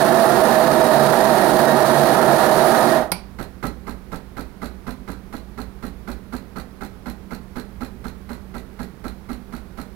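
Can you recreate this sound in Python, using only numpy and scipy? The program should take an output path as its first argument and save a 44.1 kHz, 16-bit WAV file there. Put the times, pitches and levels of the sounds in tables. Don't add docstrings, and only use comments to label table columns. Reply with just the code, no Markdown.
import sys
import numpy as np
from scipy import signal
from scipy.fft import rfft, irfft, next_fast_len
from scipy.io import wavfile
from scipy.ndimage import uniform_filter1d, minimum_filter1d, map_coordinates

SR = 44100
rng = np.random.default_rng(int(sys.argv[2]) if len(sys.argv) > 2 else 0)


def generate_wav(signal):
    frames = np.transpose(np.atleast_2d(signal))
    scaled = np.clip(frames, -1, 1) * 32767
    pcm = np.round(scaled).astype(np.int16)
    wavfile.write(sys.argv[1], SR, pcm)


N = 438794
TIME = np.arange(N) / SR
FIRST_ONLY = np.array([[1], [0]])

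# (time [s], extra flow [1 = full surge])
MILK_SURGES = [(.11, 0.58), (.23, 0.39), (1.02, 0.41), (1.6, .55), (2.06, 0.41), (2.56, 0.6), (2.68, 1.15),
               (2.8, -0.84)]
FADE_FROM_S, STEAM_OFF_S = 2.88, 3.1
BODY_FALL_DB, HISS_FALL_DB = 23, 32


def steam():
    fade = np.clip((TIME - FADE_FROM_S) / (STEAM_OFF_S - FADE_FROM_S), 0, 1) ** 2.37
    flow = bumps(MILK_SURGES, width_s=0.055) + 0.25 * wobble(12)
    sputter = amp(0.23 * wobble(45))
    valve_open = amp(-220 * np.maximum(TIME - STEAM_OFF_S, 0))
    return valve_open * (gurgle(fade, sputter) + hiss(flow, fade, sputter) + pipe_hum(flow, fade))


# (frequency [Hz], level [dB])
GURGLE_EQ = [(60, -70), (100, -28), (125, -20), (170, -15.5), (210, -9), (270, -14), (350, -7),
             (500, -12.5), (740, -7.5), (1050, -15.5), (1750, -20.5), (2300, -32.5), (3500, -38),
             (7000, -68)]
# (frequency [Hz], width [Hz], boost [dB])
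FROTHER_PEAKS = [(240, 17.5, 9.5), (264, 19, -12.5), (290.7, 9.1, 8), (312, 19, -4), (368, 30, 3),
                 (438, 21, -10), (501, 39, 6.5), (530, 33, -3.5), (628, 45, 9.5), (665, 42, 3.5),
                 (782, 21, 5), (937, 35, 6), (1241, 10.4, 10), (1360, 16, 5.5), (1728, 25, 6.5),
                 (1876, 53, 7.5)]
# (time [s], dip [dB])
GURGLE_STALLS = [(1.87, 3.5), (1.99, 2)]


def gurgle(fade, sputter):
    level_db = -14 - BODY_FALL_DB * fade - bumps(GURGLE_STALLS, width_s=0.014) + 0.28 * wobble(9)
    bubbles = coloured(pops(rate=2500, spread_db=0) + 1.21 * noise(), GURGLE_EQ, FROTHER_PEAKS)
    pocket_hz = 662 + 26 * wobble(22)
    pocket = amp(-10.5 + 0.34 * wobble(7.89)) * fuzzy_tone(pocket_hz, width_hz=45)
    return amp(level_db) * (sputter * bubbles + pocket * FIRST_ONLY)


# (frequency [Hz], level [dB])
HISS_EQ = [(1000, -12), (2200, -3.5), (3000, -5.5), (4300, 1), (5500, -5.5), (7800, -9), (9500, -5.5),
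           (11300, -6), (13000, -9.5), (15700, -12.5)]
# (frequency [Hz], width [Hz], boost [dB])
NOZZLE_PEAKS = [(3840, 24, 11.8), (4200, 99, 1.2), (6430, 200, 2.5), (8860, 380, 7), (11830, 360, 7)]


def hiss(flow, fade, sputter):
    level_db = -29.5 - HISS_FALL_DB * fade + 0.47 * wobble(6.84) + 0.16 * wobble(130)
    jet = coloured(noise() + 0.24 * pops(rate=900, spread_db=4.5), HISS_EQ, NOZZLE_PEAKS)
    return amp(level_db) * sputter * (jet + whistle(flow))


def whistle(flow):
    pitch_hz = 10400 + 524 * flow
    modes = 0
    for ratio, db in [(1, 0), (1.37, -4)]:
        flicker = amp(db + 2 * wobble(25.1))
        modes += flicker * fuzzy_tone(ratio * pitch_hz + 140 * wobble(40), width_hz=620)
    return amp(-13.5 + 5.5 * flow) * modes * FIRST_ONLY


def pipe_hum(flow, fade):
    level_db = -32.5 + 7 * flow - BODY_FALL_DB * fade
    return amp(level_db) * fuzzy_tone(142.7 + 7.2 * flow, width_hz=10) * FIRST_ONLY


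# (time [s], level [dB])
VALVE_HITS = [(3.1178, -10), (3.1195, -10), (3.122, -13.5), (3.1375, -42)]
# (frequency [Hz], level [dB])
SNAP_EQ = [(100, -22), (400, -3), (700, 4), (850, 13.5), (1100, -9), (1400, 1), (1700, -11), (2300, 7.5),
           (3000, -13), (4000, -8), (4600, 1), (5600, -7), (7100, -31), (9300, 1.5), (11900, -5),
           (13300, -2.5), (15500, -23)]
# (frequency [Hz], level [dB], t60 [s])
CASING_MODES = [(178, -24, 0.19), (375, -34, 0.2), (830, -23, 0.088), (1360, -31, 0.12), (2220, -26, 0.072),
                (4340, -23, 0.034)]


def valve():
    t, track = np.arange(SR // 3) / SR, np.zeros((2, N))
    for s, db in VALVE_HITS:
        snap = amp(db - 60 * t / 0.023) * coloured(noise(size=len(t)), SNAP_EQ)
        add(track, s, snap)
        add(track, s, amp(-11.5) * echo(snap))
    ring = sum(amp(db - 60 * t / t60) * np.sin(2 * np.pi * hz * t) for hz, db, t60 in CASING_MODES)
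    add(track, VALVE_HITS[0][0], ring * FIRST_ONLY)
    return track


# (start [s], knock gain [dB], tick gain [dB])
PUMP_RUNS = [(3.385, 0, 0), (3.626, 4, 3.5), (3.867, -.5, -1), (5.075, -2, -1.5), (6.557, -1.7, -1),
             (8.04, -3, -2), (9.523, -4.5, -3)]
BEAT_S, PRESSURE_BUILD_S = 0.2497, 1.27


def strokes():
    ends = [row[0] for row in PUMP_RUNS[1:]] + [N / SR + BEAT_S]
    for (start, knock_db, tick_db), end in zip(PUMP_RUNS, ends):
        times = np.arange(start, end - BEAT_S / 2, BEAT_S)
        for s in times:
            slack = np.exp((PUMP_RUNS[0][0] - s) / PRESSURE_BUILD_S)
            thump_db = -27.5 - 12 * slack + 4.5 * (s == times[-1])
            scatter_db = rng.normal(0, 0.5)
            yield s, knock_db + scatter_db, tick_db + scatter_db, thump_db


# (frequency [Hz], level [dB])
CLACK_EQ = [(700, -10), (1400, 7), (1750, -3), (2090, 1), (2330, -10), (2600, -11), (3200, -18),
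            (8000, -25)]
RATTLE_EQ = [(40, 5), (120, 2), (230, 7), (420, 2.5), (600, -4.5), (850, -9), (1450, -9.5), (2100, -21),
             (2800, -26), (5000, -35)]
STOP_EQ = [(300, -28), (550, -12), (800, 4.5), (1000, 2.5), (1500, -0.5), (1850, -21), (3000, -27),
           (8000, -45)]
TICK_EQ = [(1500, -14), (2400, 5), (3100, -6), (3750, 2.5), (4150, 12), (4800, -2.5), (5700, -5),
           (9500, -4), (11400, -0.5), (13000, -6), (15700, -12)]
# (frequency [Hz], width [Hz], boost [dB])
HOUSING_PEAKS = [(317, 50, -3.5), (396, 51, 0.5), (540, 99, -1), (784, 87, 5), (978, 81, 7.5),
                 (1330, 110, 3), (1520, 140, 5.5), (1956, 110, 11.5)]
# (delay [s], level [dB], t60 [s])
PUMP_CHATTER = [(.002, -47.5, .05), (.0097, -42, 0.053), (0.027, -36.5, 0.031), (0.0407, -33, 0.037),
                (.053, -46.5, .12)]
PUSH_ATTACK_S, PUSH_HOLD_S, PUSH_T60_S, TICK_RISE_S = 0.0059, 0.025, 0.23, 0.00094


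def pump():
    t, track = np.arange(SR // 4) / SR, np.zeros((2, N))
    since = lambda at: np.maximum(t - at, 0)
    swell = lambda crest_s, sharpness: (t / crest_s * np.exp(1 - t / crest_s)) ** sharpness
    push = (1 - np.exp(-t / PUSH_ATTACK_S)) * amp(-60 * since(PUSH_HOLD_S) / PUSH_T60_S)
    casing = noise(size=len(t))
    grain = lambda fresh: casing + fresh * noise(size=len(t))

    def strike(at, db, t60):
        attack = 1 - np.exp(-since(at) / TICK_RISE_S)
        return attack * amp(db + rng.normal(0, 0.88) - 60 * since(at) / t60)

    for s, knock_db, tick_db, thump_db in strokes():
        clack = amp(-40.5) * swell(0.0035, 1.06) * coloured(grain(0.73), CLACK_EQ)
        swing = np.sin(2 * np.pi * 243 * rng.normal(1, 0.012) * t)
        thump = amp(thump_db) * swell(0.022, 3.2) * swing
        sway = amp(-36) * swell(0.036, 1) * np.sin(2 * np.pi * 60 * t)
        rattle = amp(-31 + 1.17 * swing) * push * coloured(grain(0.72), RATTLE_EQ, HOUSING_PEAKS)
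        stop = strike(at=0.015, db=-30.5, t60=0.035) * coloured(grain(1), STOP_EQ)
        chatter = sum(strike(*row) for row in PUMP_CHATTER)
        ticks = amp(tick_db - 3.5) * chatter * coloured(grain(1.04), TICK_EQ, peaks=[(11300, 600, 3)])
        stroke = amp(knock_db) * ((thump + sway) * FIRST_ONLY + rattle + clack + stop) + ticks
        add(track, s, stroke)
        add(track, s, amp(-10) * echo(stroke))
    return track


# (frequency [Hz], t60 [s])
KITCHEN_DECAY = [(150, 0.51), (1000, 0.33), (5000, 0.29), (14000, 0.12)]


def echo(x):
    hz, t, spectra = signal.stft(noise(size=SR // 2), SR, nperseg=256)
    decay = amp(-60 * t / along(KITCHEN_DECAY, hz)[:, None])
    tail = signal.istft(spectra * decay, SR, nperseg=256)[1]
    return signal.fftconvolve(x, tail / np.linalg.norm(tail[0]), axes=1)


# (frequency [Hz], level [dB])
ROOM_EQ = [(20, -6.5), (60, 6), (105, -6), (220, -4), (280, -12), (380, -8), (550, -18), (1300, -22),
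           (2300, -27.5), (2800, -32.5), (4500, -34.5), (7500, -41.5), (11000, -37.5), (15700, -41)]
# (frequency [Hz], level [dB])
IDLE_TONES = [(56, -56.5), (120, -64), (192, -48)]


def background():
    air = amp(-42) * coloured(noise(), ROOM_EQ)
    drone = 0
    for hz, db in IDLE_TONES:
        level = amp(db + 1.1 * wobble(7))
        phase = 2 * np.pi * np.cumsum(hz + 3 * wobble(16)) / SR
        drone += level * unit(np.sin(phase))
    return air + drone * FIRST_ONLY


def amp(db):
    return 10 ** (np.asarray(db) / 20)


def unit(x):
    return x / np.sqrt(np.mean(x ** 2) + 1e-20)


def along(points, hz):
    f, v = np.transpose(points)
    return np.interp(np.log(hz + 1), np.log(f + 1), v)


def bumps(rows, width_s):
    return sum(height * np.exp(-((TIME - s) / width_s) ** 2) for s, height in rows)


def wobble(rate):
    return map_coordinates(rng.standard_normal(int(N * rate / SR) + 4), [TIME * rate])


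def noise(size=N):
    return rng.standard_normal((2, size))


def pops(rate, spread_db):
    return unit((rng.random((2, N)) < rate / SR) * noise() * amp(spread_db * noise()))


def fuzzy_tone(hz, width_hz):
    phase = 2 * np.pi * np.cumsum(hz) / SR
    return unit(wobble(width_hz) * np.cos(phase) + wobble(width_hz) * np.sin(phase))


def filtered(x, response):
    n = x.shape[-1]
    m = next_fast_len(n + 4096)
    return irfft(rfft(x, m) * response(np.fft.rfftfreq(m, 1 / SR)), m)[..., :n]


def coloured(x, eq, peaks=()):
    boost = lambda hz: sum(db / (1 + (2 * (hz - centre) / width) ** 2) for centre, width, db in peaks)
    return unit(filtered(x, lambda hz: amp(along(eq, hz) + boost(hz))))


def add(track, s, sound):
    part = track[:, round(s * SR):][:, :sound.shape[-1]]
    part += sound[..., :part.shape[-1]]


def placed(pair, likeness, pan):
    share = lambda hz: np.clip(along(likeness, hz), 0, .999)
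    left = filtered(pair, lambda hz: np.array([share(hz), np.sqrt(1 - share(hz) ** 2)])).sum(axis=0)
    ratio = lambda hz: amp(along(pan, hz))
    gains = lambda hz: 2 * np.array([ratio(hz), np.ones_like(hz)]) / (1 + ratio(hz))
    return filtered(np.array([left, pair[0]]), gains)


# (frequency [Hz], left-right likeness [0-1])
STEAM_LIKENESS = [(60, .6), (130, 0.94), (290, 0.95), (640, 1), (1410, 0.4), (3100, 0.05), (15000, .05)]
PUMP_LIKENESS = [(60, 0.61), (130, 1), (290, 1), (640, 0.78), (1410, 0.097), (3100, .05), (15000, .05)]
# (frequency [Hz], left minus right [dB])
STEAM_PAN = [(60, -8.5), (110, -14), (200, -15.5), (380, -16.5), (700, -13), (1290, -17.5), (2380, -11.5),
             (4400, -12), (8120, -8.5), (15000, -15)]
PUMP_PAN = [(60, -18), (110, -17), (200, -19), (380, -18.5), (700, -16.5), (1290, -19), (2380, -12),
            (4400, -16.5), (8120, -9), (15000, -17)]


def scene():
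    frothing = placed(steam() + valve(), STEAM_LIKENESS, STEAM_PAN)
    return frothing + placed(pump() + background(), PUMP_LIKENESS, PUMP_PAN)


CEILING, LIMITER_SAMPLES, HIGH_CUT_HZ = 0.72, 260, 15870


def record(dry):
    needed = CEILING / np.maximum(np.abs(dry).max(axis=0), CEILING)
    gain = uniform_filter1d(minimum_filter1d(needed, LIMITER_SAMPLES), LIMITER_SAMPLES)
    return filtered(dry * gain, lambda hz: hz < HIGH_CUT_HZ)


dry = scene()
out = record(dry)
generate_wav(out)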